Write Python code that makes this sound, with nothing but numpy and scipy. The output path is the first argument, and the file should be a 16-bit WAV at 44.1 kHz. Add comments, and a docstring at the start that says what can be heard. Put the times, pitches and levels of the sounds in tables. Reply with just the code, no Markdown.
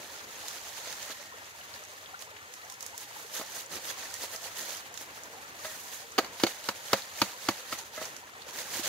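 """Sieving soil in the woods

A gloved hand rubs soil through a wire-mesh sieve over leaf litter; then the sieve is swung against
the other palm, six sharp knocks and a softer one, each ringing the damped modes of its pan.
Crumbs trickle through the mesh and tick on the ground, dry leaves snap, and the bubbles of a brook
babble faintly, louder on the left. Two closely spaced microphones listen."""
import sys
import numpy as np
from scipy import signal
from scipy.fft import rfft, irfft, next_fast_len
from scipy.io import wavfile
from scipy.ndimage import map_coordinates

SR = 44100
rng = np.random.default_rng(int(sys.argv[2]) if len(sys.argv) > 2 else 0)


def log_audio(samples):
    """Write samples as a 16-bit WAV file to the path given in sys.argv[1]."""
    # one column per channel
    frames = np.atleast_2d(samples).T
    # limit to full scale, then quantise
    limited = np.clip(frames, -1, 1)
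    pcm = np.round(limited * 32767).astype(np.int16)
    wavfile.write(sys.argv[1], SR, pcm)


N = 391916
T = np.arange(N) / SR
HIT_T = np.arange(SR // 4) / SR  # time axis of a one-shot


def amp(db):
    """Decibels to gain."""
    return 10 ** (np.asarray(db) / 20)


def unit(x):
    """Scale to rms 1."""
    return x / np.sqrt(np.mean(x ** 2) + 1e-20)


def burst(x):
    """Scale a one-shot to the energy of 10 ms at rms 1."""
    return unit(x) * np.sqrt(SR / 100 / x.shape[-1])


def along(points, hz):
    """Read a curve of (freq_hz, value) points on a log frequency axis."""
    freqs, values = np.transpose(points)
    return np.interp(np.log(hz + 1), np.log(freqs + 1), values)


def wobble(rate):
    """A smooth random curve, rate knots a second."""
    return map_coordinates(rng.standard_normal(int(N * rate / SR) + 4), [T * rate])


def swells(rows):
    """Bell envelopes from rows of peak_s, level_db, then half_width_s or both rise_s and fall_s."""
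    t = T[::40]
    power = sum(amp(2 * db) * np.exp(-((t - s) / np.where(t < s, widths[0], widths[-1])) ** 2)
                for s, db, *widths in rows)
    return np.interp(T, t, np.sqrt(power))


def add(track, start_s, sound):
    """Mix a sound into a track."""
    room = track[..., round(start_s * SR):][..., :sound.shape[-1]]
    room += sound[..., :room.shape[-1]]


def filtered(x, response):
    """Apply a complex frequency response."""
    size = next_fast_len(x.shape[-1] + 4096)
    return irfft(rfft(x, size) * response(np.fft.rfftfreq(size, 1 / SR)), size)[..., :x.shape[-1]]


def high_pass(x, hz, order):
    """Roll off the bass under hz."""
    return signal.sosfilt(signal.butter(order, hz, "high", fs=SR, output="sos"), x)


# Stereo image of close sounds: freq_hz, left_right_coherence
NEAR_IMAGE = [(150, 0.75), (400, 0.88), (1000, 0.74), (2500, 0.47), (6000, 0.014), (14000, 0.02)]

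def spread(pair, eq, image=NEAR_IMAGE):
    """EQ two unrelated signals and blend them, as mid and side, into partly alike left and right."""
    def response(hz):
        angle = np.arccos(np.clip(along(image, hz), -1, 1)) / 2
        return amp(along(eq, hz)) * [np.cos(angle), np.sin(angle)]
    mid, side = filtered(pair, response)
    return np.array([mid + side, mid - side])


def placed(x, lag_samples, shade_db):
    """Delay the left against the right and shade it, mostly in the treble; negatives swap sides."""
    sides = np.array([[1], [-1]]) / 2
    def response(hz):
        shade = shade_db * along([(200, 0.24), (2200, 0.19), (4000, 0.68), (8000, 0.8)], hz)
        return amp(-sides * shade) * np.exp(-2j * np.pi * hz / SR * lag_samples * sides)
    return filtered(x, response)


def crumbs(rate, scatter_db, hiss):
    """Tiny impacts of different sizes over the hiss of fine dust."""
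    hits = (rng.random(N) < rate / SR) * amp(scatter_db * np.clip(rng.standard_normal(N), -3, 2))
    return unit(hits * rng.uniform(-0.93, 1, (2, N))) + hiss * rng.standard_normal((2, N))


def pebbles(rate, scatter_db, cycles):
    """Coarse grains, each pinging for a few cycles at a pitch of its own."""
    when, pitch, size, angle = rng.random((int(rate * N / SR), 4)).T[:, :, None]
    t, ratio = HIT_T[:SR // 80], 12 ** pitch
    turns = 800 * ratio * t
    strength = amp(scatter_db * size ** 5) * np.sqrt(ratio)
    pings = strength * np.exp(-turns / cycles) * np.sin(2 * np.pi * turns)
    index = (when * (N - len(t))).astype(int) + np.arange(len(t))
    shares = np.cos(2 * np.pi * angle), np.sin(2 * np.pi * angle)
    return unit(np.array([np.bincount(index.ravel(), (pings * share).ravel(), N) for share in shares]))


def crunch(eq, attack_s, t60_s, tail_db, tail_t60_s):
    """A clump of tiny impacts and the thin spray after it, as noise with a two-stage decay."""
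    decay = amp(-60 * HIT_T / t60_s) + amp(tail_db - 60 * HIT_T / tail_t60_s)
    envelope = decay * (1 - np.exp(-HIT_T / attack_s))
    return burst(spread(envelope * rng.standard_normal((2, len(HIT_T))), eq))


# Level ride of the soil running through the mesh: time_s, level_db
SOIL_FLOW = [(0, -46), (.25, -47.5), (.45, -43.5), (1.1, -46), (1.35, -51.5), (1.8, -49), (2.2, -53.5),
             (2.95, -52.5), (3.05, -49.5), (3.3, -48.5), (3.5, -45), (3.67, -53.5), (4.05, -43),
             (4.39, -48), (4.7, -46), (4.87, -51.5), (5.05, -49), (5.45, -51), (5.95, -47.5), (6.13, -50.5),
             (6.5, -47.5), (8.35, -55), (8.89, -37)]
# The load spills as the sieve tilts: peak_s, level_db, half_width_s
TILT_SPILLS = [(5.674, -46, 0.058), (5.937, -65, 0.015), (6.484, -45, .011), (6.507, -47, 0.028),
               (7.727, -43, 0.015), (7.787, -43, 0.0088), (8.045, -45, 0.063)]
# Tone of the falling soil: freq_hz, gain_db
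TRICKLE_EQ = [(150, -9), (350, -6), (550, 2.5), (1200, -4), (1850, 1), (2500, -1.5), (4300, 2),
              (5400, -0.5), (6500, 4), (8200, -4.5), (12000, -3.5), (15500, -7.5)]

def trickle():
    """Crumbs patter through the mesh, more loudly whenever the load slides."""
    flow = amp(np.interp(T, *np.transpose(SOIL_FLOW)))
    slides = []
    for s, *_, slide_db in PALM_KNOCKS:
        slides.append((s - 0.027, slide_db - 51, 0.055))  # each swing slides the load up to the wall
        slides.append((s + 0.034, slide_db - 49.5, 0.077))  # then it spills through the mesh
    level = np.hypot(flow, amp(3) * swells(slides + TILT_SPILLS)) * amp(1.6 * wobble(45))
    grains = crumbs(rate=5000, scatter_db=3.5, hiss=.75)
    grains += .55 * pebbles(rate=800, scatter_db=5, cycles=6)
    return placed(level * unit(spread(grains, TRICKLE_EQ)), lag_samples=0, shade_db=4)


# Tone of the water's wash: freq_hz, gain_db
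WATER_EQ = [(15, -55), (25, -48), (86, -1), (169, -10), (290, -8.5), (523, -4.5), (666, -8), (782, -3),
            (1660, -3), (1800, 2.5), (2120, -3), (2770, -5), (5430, -19.5), (6550, -15), (8130, -21.5),
            (15500, -32)]
# Stereo image of the distant water: freq_hz, left_right_coherence
FAR_IMAGE = [(60, 0.93), (300, 0.94), (800, 0.69), (2000, 0.78), (6000, 0.79), (14000, 0.28)]

def brook(rate, pitch_hz, cycles, bubble_db):
    """A bed of washing water with small bubbles that rise in pitch as they ring."""
    bubbles, t = np.zeros(N), HIT_T[:SR // 16]
    for when, pitch, strength in rng.random((int(rate * N / SR), 3)):
        hz = pitch_hz * 1.713 ** np.arcsin(2 * pitch - 1)  # most are of middling size
        age = t * hz / cycles
        chirp = np.sin(2 * np.pi * hz * t * (1 + 0.0075 * age))
        add(bubbles, when * N / SR, amp(8.6 * strength ** 3) * hz * age * np.exp(-age) * chirp)
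    wash = unit(spread(rng.standard_normal((2, N)), WATER_EQ, FAR_IMAGE)) * amp(wobble(8.6) - 51.5)
    return placed(wash + amp(bubble_db) * unit(bubbles) + plops(), lag_samples=11.7, shade_db=-9)


# Single pushes and light sweeps of the glove: peak_s, level_db, rise_s, fall_s, dust_offset_db
GLOVE_STROKES = [(.195, -49, .03, 0.019, -9), (.325, -53, .02, 0.022, 3), (.875, -46.5, 0.037, 0.046, -10),
                 (1.025, -49, 0.014, 0.033, 2), (1.11, -49, 0.031, 0.02, -17), (1.215, -48, .025, .02, -8),
                 (2.215, -52, 0.028, 0.015, 4), (3.01, -51, 0.0089, 0.041, 6.5),
                 (3.18, -53.5, 0.027, 0.093, 7.5), (3.363, -39.5, 0.024, 0.044, 5),
                 (3.598, -43, 0.066, 0.025, 4.5), (3.752, -40.5, 0.033, 0.026, 1.5),
                 (3.885, -43, 0.046, 0.026, 4), (3.906, -36, 0.013, 0.011, -0.5),
                 (4.02, -43.5, 0.046, 0.044, -3), (4.242, -40, 0.032, 0.014, 4),
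                 (4.35, -46, 0.035, 0.013, 7.5), (4.455, -42.5, 0.032, 0.029, 2.5),
                 (4.595, -40.5, 0.028, 0.029, 5), (4.725, -42.5, 0.067, 0.056, 3),
                 (5.02, -49.5, 0.012, 0.015, 7), (5.22, -58.5, 0.082, 0.093, 5),
                 (5.72, -53, 0.088, 0.22, 9), (5.933, -47, 0.015, 0.038, 7), (7.96, -46, 0.022, 0.029, 0),
                 (8.49, -46, .015, 0.017, 0), (8.598, -39.5, 0.04, 0.025, 3),
                 (8.775, -39.5, 0.061, 0.029, 5), (8.874, -33, 0.026, 0.04, 0)]
# The wires sing as the glove drags: peak_s, level_db, half_width_s
WIRE_SINGS = [(1.19, -52, 0.14), (4.153, -46, 0.01), (4.60, -46, 0.035), (5.68, -49, 0.065)]
# The gloves take a new grip: peak_s, level_db, half_width_s
GLOVE_GRIPS = [(.05, -57, 0.38), (3.75, -48, 0.04), (5.08, -56, 0.031), (5.25, -55, 0.4),
               (6.27, -53, 0.084), (8.02, -55, 0.17), (8.78, -54, 0.28)]
# Tone of soil scraped over wire: freq_hz, gain_db
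SCRAPE_EQ = [(60, -38), (110, -22), (250, -15), (520, 1), (1150, -9.5), (1800, -3), (2300, -5), (4200, -1),
             (5600, -1.5), (6400, 2), (8200, -7.5), (12500, -6), (17000, -10.5)]
# Dull tone of glove and sleeve: freq_hz, gain_db
CLOTH_EQ = [(25, -45), (55, 1), (110, 0.5), (300, 6.5), (550, 7.5), (900, 3), (2500, -1), (8000, -50)]

def rubbing(scrub_start_s=0.566, scrub_period_s=0.1098, dust_hz=7000., wire_hz=1860, sleeve_db=-14.5):
    """The glove grinds soil over the wires, catching and slipping, and its cloth brushes the frame."""
    # an early run of quick, even strokes to and fro
    scrubs = [(scrub_start_s + k * scrub_period_s, -46, 0.022, 0.022, 0) for k in range(6)]
    strokes = scrubs + GLOVE_STROKES
    pushes = swells([(s, db, rise, fall) for s, db, rise, fall, _ in strokes])
    puffs = swells([(s, db + dust_db, rise, fall) for s, db, rise, fall, dust_db in strokes])
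    grains = crumbs(rate=5000, scatter_db=4, hiss=.65)
    grains += .85 * pebbles(rate=1400, scatter_db=5, cycles=6)
    soil = unit(spread(grains, SCRAPE_EQ))
    dust = filtered(soil, lambda hz: hz ** 6 / (hz ** 6 + dust_hz ** 6))
    scrape = ((soil - dust) * pushes + dust * puffs) * amp(2.4 + 1.05 * wobble(100))
    wires = np.sin(2 * np.pi * wire_hz * T + 1.7 * wobble(80)) * amp(2.5 * wobble(40) - 3)
    cloth = unit(spread(rng.standard_normal((2, N)), CLOTH_EQ)) * amp(2.8 * wobble(40))
    cloth_level = np.hypot(amp(sleeve_db) * pushes, swells(GLOVE_GRIPS))
    return placed(scrape + wires * swells(WIRE_SINGS) + cloth * cloth_level, lag_samples=1, shade_db=5.5)


# The brook's larger bubbles: start_s, level_db, pitch_hz, glide_octaves_per_s
BIG_BUBBLES = [(.438, -39.5, 790, 10), (1.196, -43.5, 540, 10), (1.321, -43, 987, 13),
               (1.339, -47.5, 484, 2), (2.132, -44, 737, 9), (2.141, -36.5, 1340, 16),
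               (2.311, -46.5, 570, 7), (2.717, -47, 1040, -3), (2.941, -41.5, 925, 3), (3.106, -44, 920, 5),
               (3.162, -39, 890, -7), (3.246, -47, 430, 2), (8.39, -49, 745, 4), (8.465, -44.5, 497, 14)]

def plops(rise_s=0.0038):
    """Now and then a larger bubble stands out of the babble, gliding in pitch as it rings."""
    out, t = np.zeros(N), HIT_T[:SR // 12]
    age = t / rise_s
    for s, db, hz, glide in BIG_BUBBLES:
        phase = 2 * np.pi * np.cumsum(hz * 2 ** (glide * t)) / SR
        add(out, s, amp(db) * age * np.exp(1 - age) * np.sin(phase))
    return out


# Dry leaves and twigs snapping: start_s, level_db, tilt_db_per_octave
LEAF_SNAPS = [(0.482, -28, -0.5), (0.489, -46, 9), (0.926, -32, -4), (2.222, -34, -3), (2.538, -36, -1),
              (2.699, -33.5, 1), (2.722, -38, 3), (2.807, -33, 1), (2.826, -31.5, 2), (2.863, -30.5, 3),
              (2.978, -29.5, 5), (3.845, -36, 0), (4.14, -27.5, 3), (4.361, -31, -1), (4.941, -37, 1),
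              (4.975, -30.5, -3), (8.165, -34, -2.5)]
# Crisp tone of leaf litter: freq_hz, gain_db
LEAF_EQ = [(300, -43), (1500, -2), (4000, 0.5), (6500, 9), (8500, 0), (12000, -2), (15500, -6)]

def leaves(crumple_after_s=0.017, crumple_db=-18, half_width_s=0.023):
    """Brittle leaves and twigs give way with small dry snaps and crumple on."""
    crumples = swells([(s + crumple_after_s, db + crumple_db, half_width_s) for s, db, _ in LEAF_SNAPS])
    out = crumples * unit(spread(crumbs(rate=6300, scatter_db=-3, hiss=0.93), LEAF_EQ))
    for s, db, tilt in LEAF_SNAPS:
        eq = [(hz, gain_db + tilt * np.log2(hz)) for hz, gain_db in LEAF_EQ]
        add(out, s, amp(db - 9) * crunch(eq, attack_s=.0003, t60_s=.018, tail_db=-24, tail_t60_s=.06))
    return placed(out, lag_samples=0, shade_db=7.5)


def ring(modes, attack_s, scatter_db=0):
    """Damped modes start together from rest; the grip detunes them a little each time."""
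    hz, db, t60_s = np.transpose(modes)[:, :, None]
    strength, detune = rng.standard_normal((2, len(modes), 1))
    waves = np.sin(2 * np.pi * hz * (1 + .015 * detune) * HIT_T)
    decays = amp(db + scatter_db * strength - 60 * HIT_T / t60_s)
    return np.sum(decays * waves, axis=0) * (1 - np.exp(-HIT_T / attack_s))


# Hand-damped modes of the sieve's pan: pitch_hz, level_db, t60_s
PAN_MODES = [(116, -1.5, 0.069), (143, -1, 0.033), (197.4, 4.5, 0.082), (280, 3, 0.025), (329.5, 3, 0.044),
             (420, 7, 0.028), (482, 4.5, 0.037), (537.5, 1, 0.076), (641, 6.5, 0.036), (740, 4, 0.034),
             (954, 3, 0.019), (1152, 6.5, 0.015), (1290, 7, 0.022), (1490, -3, 0.018), (1620, 3, 0.017),
             (2202, 3.5, 0.034), (2560, 0, 0.03), (2940, 5.5, 0.03), (3660, -12, 0.042), (4660, 9.5, 0.012),
             (5060, -9, 0.023)]

def pan_ring(low_hz, high_hz, attack_s, centre_hz=1000, focus=0):
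    """One register of the pan; the place of the blow favours modes near centre_hz by focus dB/octave."""
    modes = [(hz, db - focus * abs(np.log2(hz / centre_hz)), t60_s)
             for hz, db, t60_s in PAN_MODES if low_hz < hz <= high_hz]
    return burst(ring(modes, attack_s))


# Tone of grit slapping the pan: freq_hz, gain_db
GRIT_EQ = [(200, -10), (900, 6), (1800, 4.5), (2600, 0.5), (3200, -2.5), (4600, 4), (5500, -8.5),
           (6500, 1.5), (8200, -14), (15500, -11)]

def blow(thud_db, thud_hz, body_db, body_hz, clack_db, clack_hz, grit_db):
    """One contact: the pan thuds, rings hollow and clacks, and the grit slaps against it."""
    grit = crunch(GRIT_EQ, attack_s=0.0029, t60_s=0.033, tail_db=-26, tail_t60_s=0.33)
    thud = amp(thud_db) * pan_ring(240, 380, attack_s=.0015, centre_hz=thud_hz, focus=13)
    body = amp(body_db) * pan_ring(380, 850, attack_s=0.00087, centre_hz=body_hz, focus=11)
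    clack = amp(clack_db) * pan_ring(850, 1900, attack_s=0.00078, centre_hz=clack_hz, focus=41)
    slap = amp(grit_db) * (grit + .5 * pan_ring(1900, 9000, attack_s=0.00028))
    return high_pass(thud + body + clack + slap, 0.51 * thud_hz, order=3)  # higher thud, less bass


# Taps on the frame: start_s, level_db, clack_hz, grit_offset_db, thud_offset_db
FRAME_TAPS = [(.872, -51, 1600, 6, -22), (1.099, -48.5, 1290, 0, -5), (3.396, -45, 1340, 0, 0.5),
              (3.412, -42.5, 1260, 1, -9), (4.237, -45.5, 950, -12, -21), (5.012, -58, 990, -6, -7),
              (5.646, -53.5, 1600, 13.5, -18), (6.18, -36, 1330, 10, -22), (6.1879, -24.5, 1340, -4, -23),
              (6.245, -54, 851, 13.5, 1), (6.398, -59, 1540, 23, -8), (6.4658, -40.5, 1270, 11, -20),
              (7.978, -49, 1260, -15, -5), (8.015, -43, 1270, -16, -4), (8.793, -56.5, 880, -1, 18.5)]

def taps(thud_hz=303, body_hz=630, body_db=3):
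    """Fingers and clods tap the frame and set the pan ringing."""
    out = np.zeros((2, N))
    for s, db, clack_hz, grit_db, thud_db in FRAME_TAPS:
        add(out, s, blow(db + thud_db, thud_hz, db + body_db, body_hz, db, clack_hz, db + grit_db))
    return out


# Crumbs landing: start_s, level_db, pitch_hz
CRUMB_TICKS = [(1.611, -39, 2830), (1.739, -35, 4430), (1.8363, -40, 6250), (1.8504, -40, 6460),
               (2.059, -38, 3420), (2.1914, -38, 5970), (2.365, -38, 2670), (2.6489, -41, 6170),
               (2.7392, -39, 6260), (3.6601, -36, 6950), (5.2345, -34.5, 6500), (6.1195, -38, 6350),
               (7.02, -32.5, 4260), (8.0537, -30, 5900), (8.4193, -36.5, 3930)]

def ticks(trim_db=-9.5, faint_per_s=4, faint_db=-44, low_hz=800, high_hz=6000):
    """Single crumbs land on twigs and leaves, which ring briefly; fainter ones fall at random."""
    out = np.zeros((2, N))
    faint = [(when * N / SR, faint_db, low_hz * (high_hz / low_hz) ** pitch)
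             for when, pitch in rng.random((int(faint_per_s * N / SR), 2))]
    for s, db, hz in CRUMB_TICKS + faint:
        resonance = [(hz / 4, -36), (hz * .75, -12), (hz, 0), (hz * 1.25, -12), (hz * 3, -32)]
        tick = crunch(resonance, attack_s=.0002, t60_s=0.035, tail_db=-26, tail_t60_s=.04)
        add(out, s, amp(db + trim_db) * tick)
    return out


# Twangs of the mesh: start_s, level_db
MESH_TWANGS = [(4.338, -48.5), (5.647, -41), (7.975, -42), (8.018, -48)]
# Modes of the mesh: pitch_hz, level_db, t60_s
MESH_MODES = [(634, 4.5, 0.2), (620, -23, 0.077), (800, -18, 0.045), (1302, 2.5, 0.095), (1665, 3, 0.082),
              (1990, 6, 0.08)]

def twangs():
    """The wire mesh twangs as the load shifts."""
    out = np.zeros((2, N))
    for s, db in MESH_TWANGS:
        add(out, s, amp(db) * ring(MESH_MODES, attack_s=.002, scatter_db=1.5))
    return out


# The sieve hits the palm: start_s, level_db, boom_db, thud_db, body_db, clack_db, crack_db,
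# thud_hz, body_hz, clack_hz, slide_db. Boom to crack sit relative to level_db; slide feeds the trickle.
PALM_KNOCKS = [(6.1853, -24.5, -23, -1, 2.5, -2, -3, 430, 623, 1300, -11),
               (6.4356, -23, -11, 4, 2, -7, 1, 324, 415, 1240, 3.5),
               (6.688, -27, -15, -17, -7.5, -3, -1.5, 340, 485, 1010, 0.5),
               (6.9319, -20.5, -12, -14, 0.5, -2, 0, 316, 590, 1170, 5.5),
               (7.2175, -22, -9, -4, -7.5, -0.5, 0.5, 296, 633, 1010, 5.5),
               (7.4869, -23, -9, -2, -9.5, -4.5, -4, 290, 560, 1050, 5),
               (7.7258, -33.5, -12, -7.5, -5, 0.5, -16, 278, 680, 1270, 2)]
# Tone of the wall's dry crack: freq_hz, gain_db
CRACK_EQ = [(300, -9), (1000, -1), (2000, -4), (3000, 2), (4700, 4), (5600, -1), (6600, -4), (8200, -12.5),
            (15500, -13)]

def knocks(lead_s=0.0035, lead_db=-12):
    """The pan booms and cracks on the palm at the end of each swing."""
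    out = np.zeros((2, N))
    for (s, db, boom_db, thud_db, body_db, clack_db, crack_db,
         thud_hz, body_hz, clack_hz, _) in PALM_KNOCKS:
        contact = blow(thud_db, thud_hz, body_db, body_hz, clack_db, clack_hz, grit_db=-2)
        boom = pan_ring(0, 240, attack_s=0.00082)
        crack = crunch(CRACK_EQ, attack_s=.0002, t60_s=.011, tail_db=-30, tail_t60_s=.04)
        add(out, s, amp(db) * (contact + amp(boom_db) * boom + amp(crack_db - 3) * crack))
        # the front of the sliding load reaches the wall a moment before its bulk
        first_grit = crunch(GRIT_EQ, attack_s=0.0059, t60_s=0.036, tail_db=-28, tail_t60_s=0.046)
        add(out, s - lead_s, amp(db + lead_db) * first_grit)
    return out


def sieve_hits(echo_db=-21, echo_t60_s=0.12):
    """Knocks, taps and twangs on one bus; ground and trunks scatter a brief answer."""
    hits = high_pass(knocks() + taps() + twangs(), 97, order=2)  # the deepest bass under the hits is rolled off
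    tail = rng.standard_normal((2, len(HIT_T))) * amp(-60 * HIT_T / echo_t60_s) * (HIT_T > .004)
    echo = signal.fftconvolve(hits, tail / np.linalg.norm(tail[0]), axes=1)[:, :N]
    return placed(hits + amp(echo_db) * echo, lag_samples=-2.5, shade_db=4)


def scene():
    """The sieve at work in front of the quiet wood."""
    foreground = trickle() + rubbing() + sieve_hits() + leaves() + ticks()
    return foreground + brook(rate=110, pitch_hz=841.6, cycles=5.9, bubble_db=-56)


def record(dry):
    """Round off the hardest peaks, thin the deepest bass and cut the very top."""
    ceiling, low_cut_hz, top_hz = .7, 40, 15750
    soft = dry / (1 + np.abs(dry / ceiling) ** 4) ** .25
    return filtered(soft, lambda hz: hz / np.hypot(hz, low_cut_hz) * (hz < top_hz))


dry = scene()
out = record(dry)
log_audio(out)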